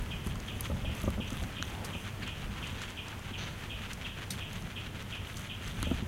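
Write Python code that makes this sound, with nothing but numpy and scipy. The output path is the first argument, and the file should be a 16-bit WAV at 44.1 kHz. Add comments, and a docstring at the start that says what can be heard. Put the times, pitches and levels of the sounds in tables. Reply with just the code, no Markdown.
"""A guinea pig chews fresh grass on a board in a garden, close to one microphone.
From the start a low rumble, hum and air lie under grinding teeth, about six strokes a second: swarms of grains.
Blades rustle and tick, fibres snap in noise bursts, and a bird repeats one quick falling chirp with echoes.
Then the board knocks softly as damped modes, the incisors click and squeak, and faint far calls glide by.
Late on, a stalk tears with a bright ring of narrow noise bands, and the chewing goes on."""
import sys
import numpy as np
from scipy import signal
from scipy.fft import rfft, irfft
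from scipy.io import wavfile

SR = 44100
rng = np.random.default_rng(int(sys.argv[2]) if len(sys.argv) > 2 else 0)


def materialize(psi):
    """Save the field psi as 16-bit PCM at rate SR to the path in sys.argv[1].

    A 1-D psi becomes a single channel; in a 2-D psi each row is a channel.
    """
    bounded = np.clip(np.atleast_2d(psi).T, -1, 1)
    quanta = np.round(bounded * 32767).astype(np.int16)
    wavfile.write(sys.argv[1], SR, quanta)


N = 267946
TIME = np.arange(N) / SR  # seconds


def amp(db):
    """Decibels to gain."""
    return 10 ** (np.asarray(db) / 20)


def unit(x):
    """Scales to rms 1."""
    return x / np.sqrt(np.mean(x ** 2) + 1e-20)


def curve(rows):
    """Gain over time from rows of (time [s], level [dB])."""
    return amp(np.interp(TIME, *np.transpose(rows)))


def add(mix, s, sound):
    """Mixes a sound in at s seconds, or at the very start if s is negative."""
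    part = mix[max(round(s * SR), 0):][:len(sound)]
    part += sound[:len(part)]


def colour(x, points):
    """Filters by a spectrum of (frequency [Hz], level [dB]); the result has rms 1."""
    hz, db = np.transpose(points)
    f = np.fft.rfftfreq(N, 1 / SR)
    gain = amp(np.interp(np.log(f + 1), np.log(hz), db))
    return unit(irfft(rfft(x) * gain, N))


def band(x, low_hz, high_hz):
    """Causal band-pass."""
    sos = signal.butter(2, [low_hz, high_hz], "band", fs=SR, output="sos")
    return signal.sosfilt(sos, x)


def drift(rate_hz):
    """Slow random wander of rms 1: noise with its fast part rolled off."""
    f = np.fft.rfftfreq(N, 1 / SR)
    return unit(irfft(rfft(rng.standard_normal(N)) * np.exp(-(f / rate_hz) ** 2), N))


def grains(per_s, spread_db):
    """Tiny breaks at random moments, their sizes spread exponentially in decibels; rms 1."""
    size = amp(spread_db * np.minimum(rng.exponential(1, N), 4))
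    sign = rng.choice([-1, 1], N)
    breaks = rng.random(N) < per_s / SR
    return unit(size * sign * breaks)


def envelope(start, length, attack_s, release_s):
    """Rises, holds until its length is over, then dies away."""
    t = TIME - start
    return np.clip(t / attack_s, 0, 1) * np.exp(-np.maximum(t - length, 0) / release_s)


def swell(middle, length):
    """A smooth rise and fall of power."""
    return np.exp(-(2 * (TIME - middle) / length) ** 2)


def fuzzy(hz, width_hz):
    """Narrow noise of rms 1 that follows a pitch curve."""
    wander = (drift(width_hz) + 1j * drift(width_hz))[:len(hz)]
    carrier = np.exp(2j * np.pi * np.cumsum(hz) / SR)
    return unit((wander * carrier).real)


def garden(rumble_db=-1.0, deep_db=-1.0, air_db=-47.6, swell_db=0.6, lumps_db=1.27):
    """Lumpy low noise with deep swells, a faint phase-wavering hum and a soft wash of air."""
    # slow level of the rumble: (time [s], relative level [dB])
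    rumble_level = [(0, -41.5), (1.5, -41), (2.6, -42.5), (3.15, -45), (3.7, -41.5), (4.15, -44.5),
                    (4.4, -42), (5.0, -44.5), (5.55, -44), (6.08, -41.5)]
    # spectrum of the rumble: (frequency [Hz], relative level [dB])
    rumble_colour = [(15, -17), (30, 0.5), (55, 0.5), (80, 4), (120, -0.5), (200, -2), (250, -8),
                     (310, -17.5), (500, -22.5), (900, -20), (3000, -57)]
    # deep swells over it: (middle [s], length [s], relative level [dB])
    deep_swells = [(0.01, .06, -35), (0.337, .14, -37), (0.573, .07, -38.5), (0.747, 0.083, -34.5),
                   (0.903, .13, -35), (1.11, .18, -37), (1.43, .11, -38), (2.478, .11, -39.5),
                   (5.67, 0.075, -42), (5.872, 0.27, -36.5)]
    # spectrum of the swells: (frequency [Hz], relative level [dB])
    swell_colour = [(15, -18), (30, 2), (55, 4.5), (80, 4), (120, -1.5), (200, -3.5), (250, -11),
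                    (310, -17), (500, -22), (900, -24.5), (3000, -56)]
    # spectrum of the garden air: (frequency [Hz], relative level [dB])
    air_colour = [(100, 8), (330, 5.5), (560, 2), (800, -1.5), (1400, -1), (2100, -1.5), (3200, -4.5),
                  (3800, -13), (5200, -13), (6100, -13.5), (8000, -16), (11000, -17.5), (15500, -20.5)]
    hum_hz, hum_db, fade_db_per_s = 100, -50, 0.28  # the fade slowly quietens the air

    lumps = amp(rumble_db + lumps_db * drift(rate_hz=10.5))
    rumble = lumps * curve(rumble_level) * colour(rng.standard_normal(N), rumble_colour)

    power = sum(amp(db) ** 2 * swell(s, length) for s, length, db in deep_swells)
    deep = amp(deep_db) * np.sqrt(power) * colour(rng.standard_normal(N), swell_colour)

    hum_phase = 2 * np.pi * hum_hz * TIME + .3 * drift(rate_hz=2)
    hum = amp(hum_db) * np.sqrt(2) * np.sin(hum_phase)

    air_level = amp(air_db - fade_db_per_s * TIME + swell_db * drift(rate_hz=13.0))
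    air = air_level * colour(rng.standard_normal(N), air_colour)
    return rumble + deep + hum + air


def chewing(level_db=-0.5, per_s=2000, crisp_hz=2400):
    """Molar strokes, a catch and then a grind, crush a swarm of wet cells; fresh blades are crisper."""
    # bouts of even chewing; a one-stroke row is a single crunch, or at 5.112 s a hard catch just before # the
    # next stroke: (first stroke [s], last stroke [s], strokes [count], # relative level [dB], crispness [dB],
    # length of a grind [s])
    bouts = [(0.04, 0.04, 1, -49.5, -4, 0.067), (0.322, 1.14, 6, -47, 0, .028),
             (0.66, 0.66, 1, -40.5, 0.5, .018), (1.01, 1.01, 1, -45, 0.5, .027),
             (1.382, 1.9, 4, -46.5, -4, 0.064), (2.072, 2.072, 1, -41, -2, .036),
             (2.236, 2.236, 1, -45.5, 1, 0.038), (2.283, 2.58, 3, -45, -1, 0.038),
             (2.69, 2.9, 3, -47.5, 2.5, 0.056), (2.83, 2.83, 1, -41, 1, 0.026),
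             (3.118, 3.83, 5, -44.5, -1.5, 0.037), (3.911, 4.39, 4, -42, -0.5, 0.026),
             (4.561, 5.457, 7, -44.5, 0, 0.03), (5.112, 5.112, 1, -40.5, 0, 0.0086),
             (5.682, 5.99, 3, -45, 0, 0.048)]
    # spectrum of the crunch: (frequency [Hz], relative level [dB])
    chew_colour = [(300, -7.5), (800, -8), (1350, 1.5), (2000, 1), (3200, 1), (3800, -4.5), (4500, -10),
                   (5400, -16.5), (6100, -12), (6800, -13.5), (8000, -20), (11000, -23.5), (16000, -37)]
    # in a bout, the molars catch the blade just before each grind
    catch_lead_s, catch_db, catch_stretch = .048, -3.5, 1.07
    # strokes differ a little; a soft munching goes on between them
    stroke_spread_db, munch_db = 0.27, -56

    power = np.full((2, N), amp(munch_db) ** 2)  # below and above crisp_hz
    for first, last, count, db, crisp_db, length in bouts:
        for s in np.linspace(first, last, round(count)):
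            stroke = swell(s, length)
            if round(count) > 1:  # a one-stroke row has no catch of its own
                stroke = stroke + amp(catch_db) ** 2 * swell(s - catch_lead_s, catch_stretch * length)
            stroke_db = np.array([[db], [db + crisp_db]]) + stroke_spread_db * rng.standard_normal()
            power += amp(stroke_db) ** 2 * stroke

    crunch = amp(level_db) * colour(grains(per_s, spread_db=3.0), chew_colour)
    dull = signal.sosfiltfilt(signal.butter(2, crisp_hz, fs=SR, output="sos"), crunch)
    crisp = crunch - dull
    return np.sqrt(power[0]) * dull + np.sqrt(power[1]) * crisp


def grass(stir_db=-3.0, tick_db=-1.0, slide_db=-1):
    """Blades rustle as grains and tick, each at its own pitch; some slide in between the lips."""
    # the muzzle stirs the grass: (start [s], length [s], relative level [dB])
    stirs = [(0.01, .02, -59), (0.234, 0.064, -56), (0.45, 0.29, -59), (0.588, 0.076, -53),
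             (0.936, .11, -54), (1.262, 0.15, -55), (1.62, .11, -55), (1.829, .22, -57), (2.6, .12, -59),
             (3.56, .04, -59), (3.88, .04, -59), (4.3, .05, -56), (4.51, 0.11, -58), (5.26, 0.15, -54.5),
             (5.62, .32, -55)]
    # spectrum of the rustle: (frequency [Hz], relative level [dB])
    stir_colour = [(1500, -4), (3200, 2), (4500, -8), (5400, -16), (6100, 5), (6900, -6), (8000, -1),
                   (9500, -3), (10700, -7), (12000, -5), (16000, -15)]
    # where single blades tick: (frequency [Hz], width [Hz], relative level [dB])
    blades = [(3270, 850, 7), (6370, 1000, 0), (8240, 2140, -16), (10400, 1400, -4), (12400, 3300, -8)]
    # blades sliding through the mouth: (start [s], length [s], relative level [dB], release [s])
    slides = [(1.262, 0.022, -50, .018), (3.375, 0.052, -41.5, 0.072)]
    # spectrum of the slides: (frequency [Hz], relative level [dB])
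    slide_colour = [(1500, 0.5), (3000, 4.5), (4300, 0.5), (5300, -13), (6100, 1.5), (6700, -7),
                    (7500, -24), (16000, -38)]
    attack_s, release_s, resting_db = 0.014, 0.086, -67.5  # stirred blades settle to a faint rustle
    slide_attack_s = 0.013

    rustle = colour(grains(per_s=1000, spread_db=-0.5), stir_colour)
    ticks = np.zeros(N)
    for hz, width, db in blades:
        blade = band(grains(per_s=55, spread_db=2.5), hz - width / 2, hz + width / 2)
        ticks += amp(db) * unit(blade)
    stirring = np.max([amp(db) * envelope(s, length, attack_s, release_s) for s, length, db in stirs], axis=0)
    moving = np.maximum(stirring, amp(resting_db))
    stir = moving * (amp(stir_db) * rustle + amp(tick_db) * unit(ticks))

    sliding = sum(amp(db) * envelope(s, length, slide_attack_s, release)
                  for s, length, db, release in slides)
    slide = amp(slide_db) * sliding * colour(grains(per_s=2100, spread_db=2.0), slide_colour)
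    return stir + slide


def snaps(level_db=-3):
    """A fibre gives way in a three-band noise burst that dies within milliseconds."""
    # the loudest fibres snapping: (time [s], relative body [dB], edge [dB], fizz [dB], decay constant [s])
    fibres = [(.0223, -51, -54, -40, .001), (.263, -47, -42, -38, .0008), (.27, -35, -39, -37, .0016),
              (0.356, -31, -38, -51, .0009), (.401, -43, -38.5, -52, .0022),
              (.6081, -35, -34.5, -21.5, .001), (.952, -46, -42, -39, .001), (.968, -45, -50, -40, .001),
              (1.001, -41, -40, -49, .0009), (1.0167, -37, -39, -39, .002), (1.035, -48, -50, -36, .0011),
              (1.1042, -36, -40, -38, 0.0011), (1.3048, -42, -35.5, -42, .001),
              (1.3305, -40, -38, -43, .001), (1.3694, -43, -48, -40, .001), (1.428, -58, -41, -49, .002),
              (1.8465, -45, -37.5, -42.5, 0.012), (2.277, -32, -38, -48, .0011),
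              (2.672, -53, -41.5, -57, .005), (2.818, -51, -43, -62, .012),
              (2.901, -47, -43.5, -61.5, 0.0054), (3.0832, -40, -38.5, -56, 0.0025),
              (3.1934, -39, -41, -61, .001), (3.932, -53, -34.5, -44, 0.0036),
              (4.531, -49, -37, -44, 0.0015), (4.6234, -42, -39, -50, .001),
              (5.0245, -37, -41, -48, 0.0013), (5.369, -46, -39, -51, .0095), (5.395, -35, -40, -41, .001),
              (5.677, -46, -37, -60, 0.0025), (5.8285, -24.5, -23, -30, 0.00056)]
    # body, edge and fizz: (low edge [Hz], high edge [Hz])
    snap_bands = [(1000, 1360), (4000, 8040), (9000, 12600)]
    out, t = np.zeros(N), np.arange(SR // 20) / SR
    for s, *levels, decay in fibres:
        fade = np.exp(-t / decay)
        burst = np.zeros(len(t))
        for db, edges in zip(levels, snap_bands):
            burst += amp(db) * unit(band(fade * rng.standard_normal(len(t)), *edges))
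        add(out, s, burst * np.sqrt(np.mean(fade ** 2)))  # a shorter snap carries less energy
    return amp(level_db) * out


def foliage(near_t60=0.46, far_db=-15, far_t60=0.59, build_s=0.0061, low_hz=2700):
    """Dense noise echoes from near leaves and far trees; leaves scatter high notes best."""
    t = np.arange(SR // 2) / SR
    near = np.exp(-np.log(1000) * t / near_t60)
    far = amp(far_db) * np.exp(-np.log(1000) * t / far_t60)
    build = 1 - np.exp(-(t / build_s) ** 2)
    echo = rng.standard_normal(len(t)) * (near + far) * build
    high_pass = signal.butter(4, low_hz, "high", fs=SR, output="sos")
    return signal.sosfilt(high_pass, echo / np.linalg.norm(echo))


def bird(level_db=-28, lead_s=.007, waver=.012, still_db=-4, swaying_db=-4.5):
    """A nearly pure tone drops fast; trunks repeat it and the foliage smears it."""
    # chirps, nearly three a second, each begun lead_s early: (time [s], relative level [dB])
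    chirps = [(.113, -0.5), (0.483, -2), (.854, -1.5), (1.21, -1), (1.568, -0.5), (1.936, -2), (2.27, 0),
              (2.627, -1), (2.975, 0), (3.339, -1), (3.705, 0), (4.049, 0.5), (4.409, -0.5), (4.765, 0),
              (5.126, 0), (5.498, 0), (5.847, -0.5)]
    # one chirp: (time from its start [s], pitch before waver [Hz], relative level [dB])
    chirp_shape = [(0, 3460, 0.5), (.003, 3170, -7), (.0075, 2900, -5), (.011, 2550, -4), (.015, 2430, -12),
                   (.021, 2400, -17)]
    # first paths from the bird, round and off the trunks: (delay [s], relative level [dB])
    paths = [(0, -13), (.0065, -9.5), (0.0155, -14.5), (.032, -26)]
    out, still = np.zeros(N), foliage()
    at, pitch, shape_db = np.transpose(chirp_shape)
    t = np.arange(0, at[-1], 1 / SR)
    shape = amp(np.interp(t, at, shape_db)) * signal.windows.tukey(len(t), .15)
    for s, db in chirps:
        hz = np.interp(t, at, pitch) * (1 + waver * rng.standard_normal())
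        note = shape * np.sin(2 * np.pi * np.cumsum(hz) / SR)
        echo = amp(still_db) * still + amp(swaying_db) * foliage()  # part changes from call to call
        for delay, path_db in paths:
            add(echo, delay, amp([path_db]))
        heard = signal.fftconvolve(note, echo)
        heard *= np.linalg.norm(note) / np.linalg.norm(heard)  # keeps the energy of the dry note
        add(out, s - lead_s, amp(level_db + db) * heard)
    return out


def knocks(low_db=-7, upper_db=-0.5, split_hz=400, contact_s=0.0038, scuff=0.11):
    """A soft blow with a little scuffing rings the damped modes of the board."""
    # soft knocks: (time [s], relative level below split_hz [dB], relative level above it [dB])
    blows = [(0.262, -29.5, -49), (0.699, -28, -36.5), (0.715, -47, -36.5), (0.844, -32.5, -40),
             (0.892, -38, -41.5), (1.037, -27.5, -38), (1.077, -21.5, -30.5), (1.177, -25.5, -39),
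             (1.197, -29.5, -38), (1.32, -31, -45), (1.42, -36, -45), (1.597, -32, -45), (1.949, -33, -40),
             (3.31, -34, -52), (5.826, -27, -44), (5.868, -28, -41), (5.91, -18.5, -33), (6.022, -29, -58)]
    # modes of the board, detuned at each knock: (nominal frequency [Hz], relative level [dB], t60 [s])
    board = [(71.3, -2, 0.31), (107, -2, 0.052), (183, 0.5, 0.086), (234.3, -0.5, 0.088),
             (358, -5.5, 0.051), (508, 1, 0.027), (580, -1.5, 0.043), (860, -9.5, 0.045),
             (1262, -4.5, 0.025)]
    out, t = np.zeros(N), np.arange(SR // 8) / SR
    rise = 1 - np.exp(-t / .002)
    for s, db, top_db in blows:
        push = scuff * rng.standard_normal(len(t)) * np.exp(-t / contact_s)
        push[0] = 1  # the blow itself
        for hz, mode_db, t60 in board:
            tone = rng.choice([-1, 1]) * np.sin(2 * np.pi * hz * rng.uniform(0.892, 1.126) * t)
            mode = tone * np.exp(-np.log(1000) * t / t60)
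            ring = signal.fftconvolve(push, mode)[:len(t)] * rise
            strength_db = db + low_db if hz < split_hz else top_db + upper_db
            add(out, s, amp(strength_db + mode_db) * ring / abs(ring).max())
    return out


def teeth(squeak_s=0.0295, fall=0.71, width_hz=330):
    """Incisors click as short hard modes; narrow noise squeaks fall as a blade slips."""
    # incisors meeting through a stalk: (time [s], level [dB])
    bites = [(1.437, -32.5), (1.6256, -20.5), (2.2776, -43), (2.8175, -31), (5.8278, -30.5)]
    # what the incisors ring with: (frequency [Hz], relative level [dB], t60 [s])
    tooth_modes = [(1480, 2.5, 0.0072), (2940, -1, .005), (4010, -2.5, 0.0071), (5850, -4.5, 0.0061),
                   (6630, -6, 0.007), (11300, -11, 0.0033)]
    # wet grass squeaking between the teeth: (time [s], starting pitch [Hz], level [dB])
    squeaks = [(2.213, 1910, -46), (2.218, 3100, -43.5), (2.22, 5120, -51), (2.604, 1566, -51),
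               (2.778, 1300, -52), (2.816, 2210, -53), (3.118, 1525, -46.5)]
    out, t = np.zeros(N), np.arange(0, squeak_s, 1 / SR)
    click = np.zeros(len(t))
    for hz, db, t60 in tooth_modes:
        click += amp(db - 60 * t / t60) * np.sin(2 * np.pi * (hz * t + rng.random()))
    cushion = np.minimum(t / .0005, 1)  # the stalk softens the first contact
    for s, db in bites:
        add(out, s, amp(db) * click * cushion)
    for s, hz, db in squeaks:
        squeak = fuzzy(hz * fall ** (t / squeak_s), width_hz)
        add(out, s, amp(db) * squeak * np.sin(np.pi * t / squeak_s))
    return out


def far_calls(level_db=-5, width_hz=130, haze_db=-3, haze_hz=420):
    """Calls swell, glide and fade; distance blurs each to a soft band in a wider haze of echoes."""
    # faint drawn-out calls, a row for each band of tone:
    # (start [s], length [s], first pitch [Hz], last pitch [Hz], relative level [dB])
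    calls = [(1.68, .3, 390, 495, -51), (1.62, .39, 810, 910, -49.5), (2.5, .3, 1000, 1100, -54),
             (2.88, .45, 1020, 850, -54.5)]
    out = np.zeros(N)
    for s, length, first_hz, last_hz, db in calls:
        t = np.arange(0, length, 1 / SR)
        pitch = first_hz + (last_hz - first_hz) * t / length
        sound = amp(level_db) * fuzzy(pitch, width_hz) + amp(haze_db) * fuzzy(pitch, haze_hz)
        add(out, s, amp(db) * np.sin(np.pi * t / length) * sound)
    return out


def tear(start_s=4.304, attack_s=0.0017, rasp_db=-5):
    """A stalk tears: a rush of noise rings a few narrow resonances, with a broad rasp."""
    # what the stalk rings with: (frequency [Hz], width [Hz], relative level [dB])
    stalk_modes = [(3800, 340, 1), (4400, 230, 3), (5200, 250, -1), (6100, 450, 0), (8560, 400, 0),
                   (9000, 240, 2), (11250, 250, 0), (12300, 500, -11), (14100, 900, -14)]
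    # its crack and the rip that follows: (length [s], level [dB], release [s])
    stages = [(.0045, -39.5, .0015), (.006, -38.5, 0.019)]
    rush = rng.standard_normal(N)
    ring = sum(amp(db) * band(rush, hz - width / 2, hz + width / 2) for hz, width, db in stalk_modes)
    rasp = unit(band(rng.standard_normal(N), 1500, 12000))
    sound = unit(unit(ring) + amp(rasp_db) * rasp)
    level = sum(amp(db) * envelope(start_s, length, attack_s, release) for length, db, release in stages)
    return sound * level


def scene():
    """Everything reaches one microphone, alike on both channels."""
    mono = garden() + chewing() + grass() + snaps() + bird() + knocks() + teeth() + far_calls() + tear()
    return np.array([mono, mono])


def record(dry, hiss_db=-76, edge_hz=15950):
    """A trace of hiss, opposite in the two channels, then a steep low-pass as the band limit."""
    hiss = amp(hiss_db) * unit(band(rng.standard_normal(N), 9700, 17000))
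    wet = dry + np.array([hiss, -hiss])
    low_pass = signal.firwin(511, edge_hz, window=("kaiser", 9), fs=SR)
    return signal.oaconvolve(wet, low_pass[None], "same")


dry = scene()
out = record(dry)
materialize(out)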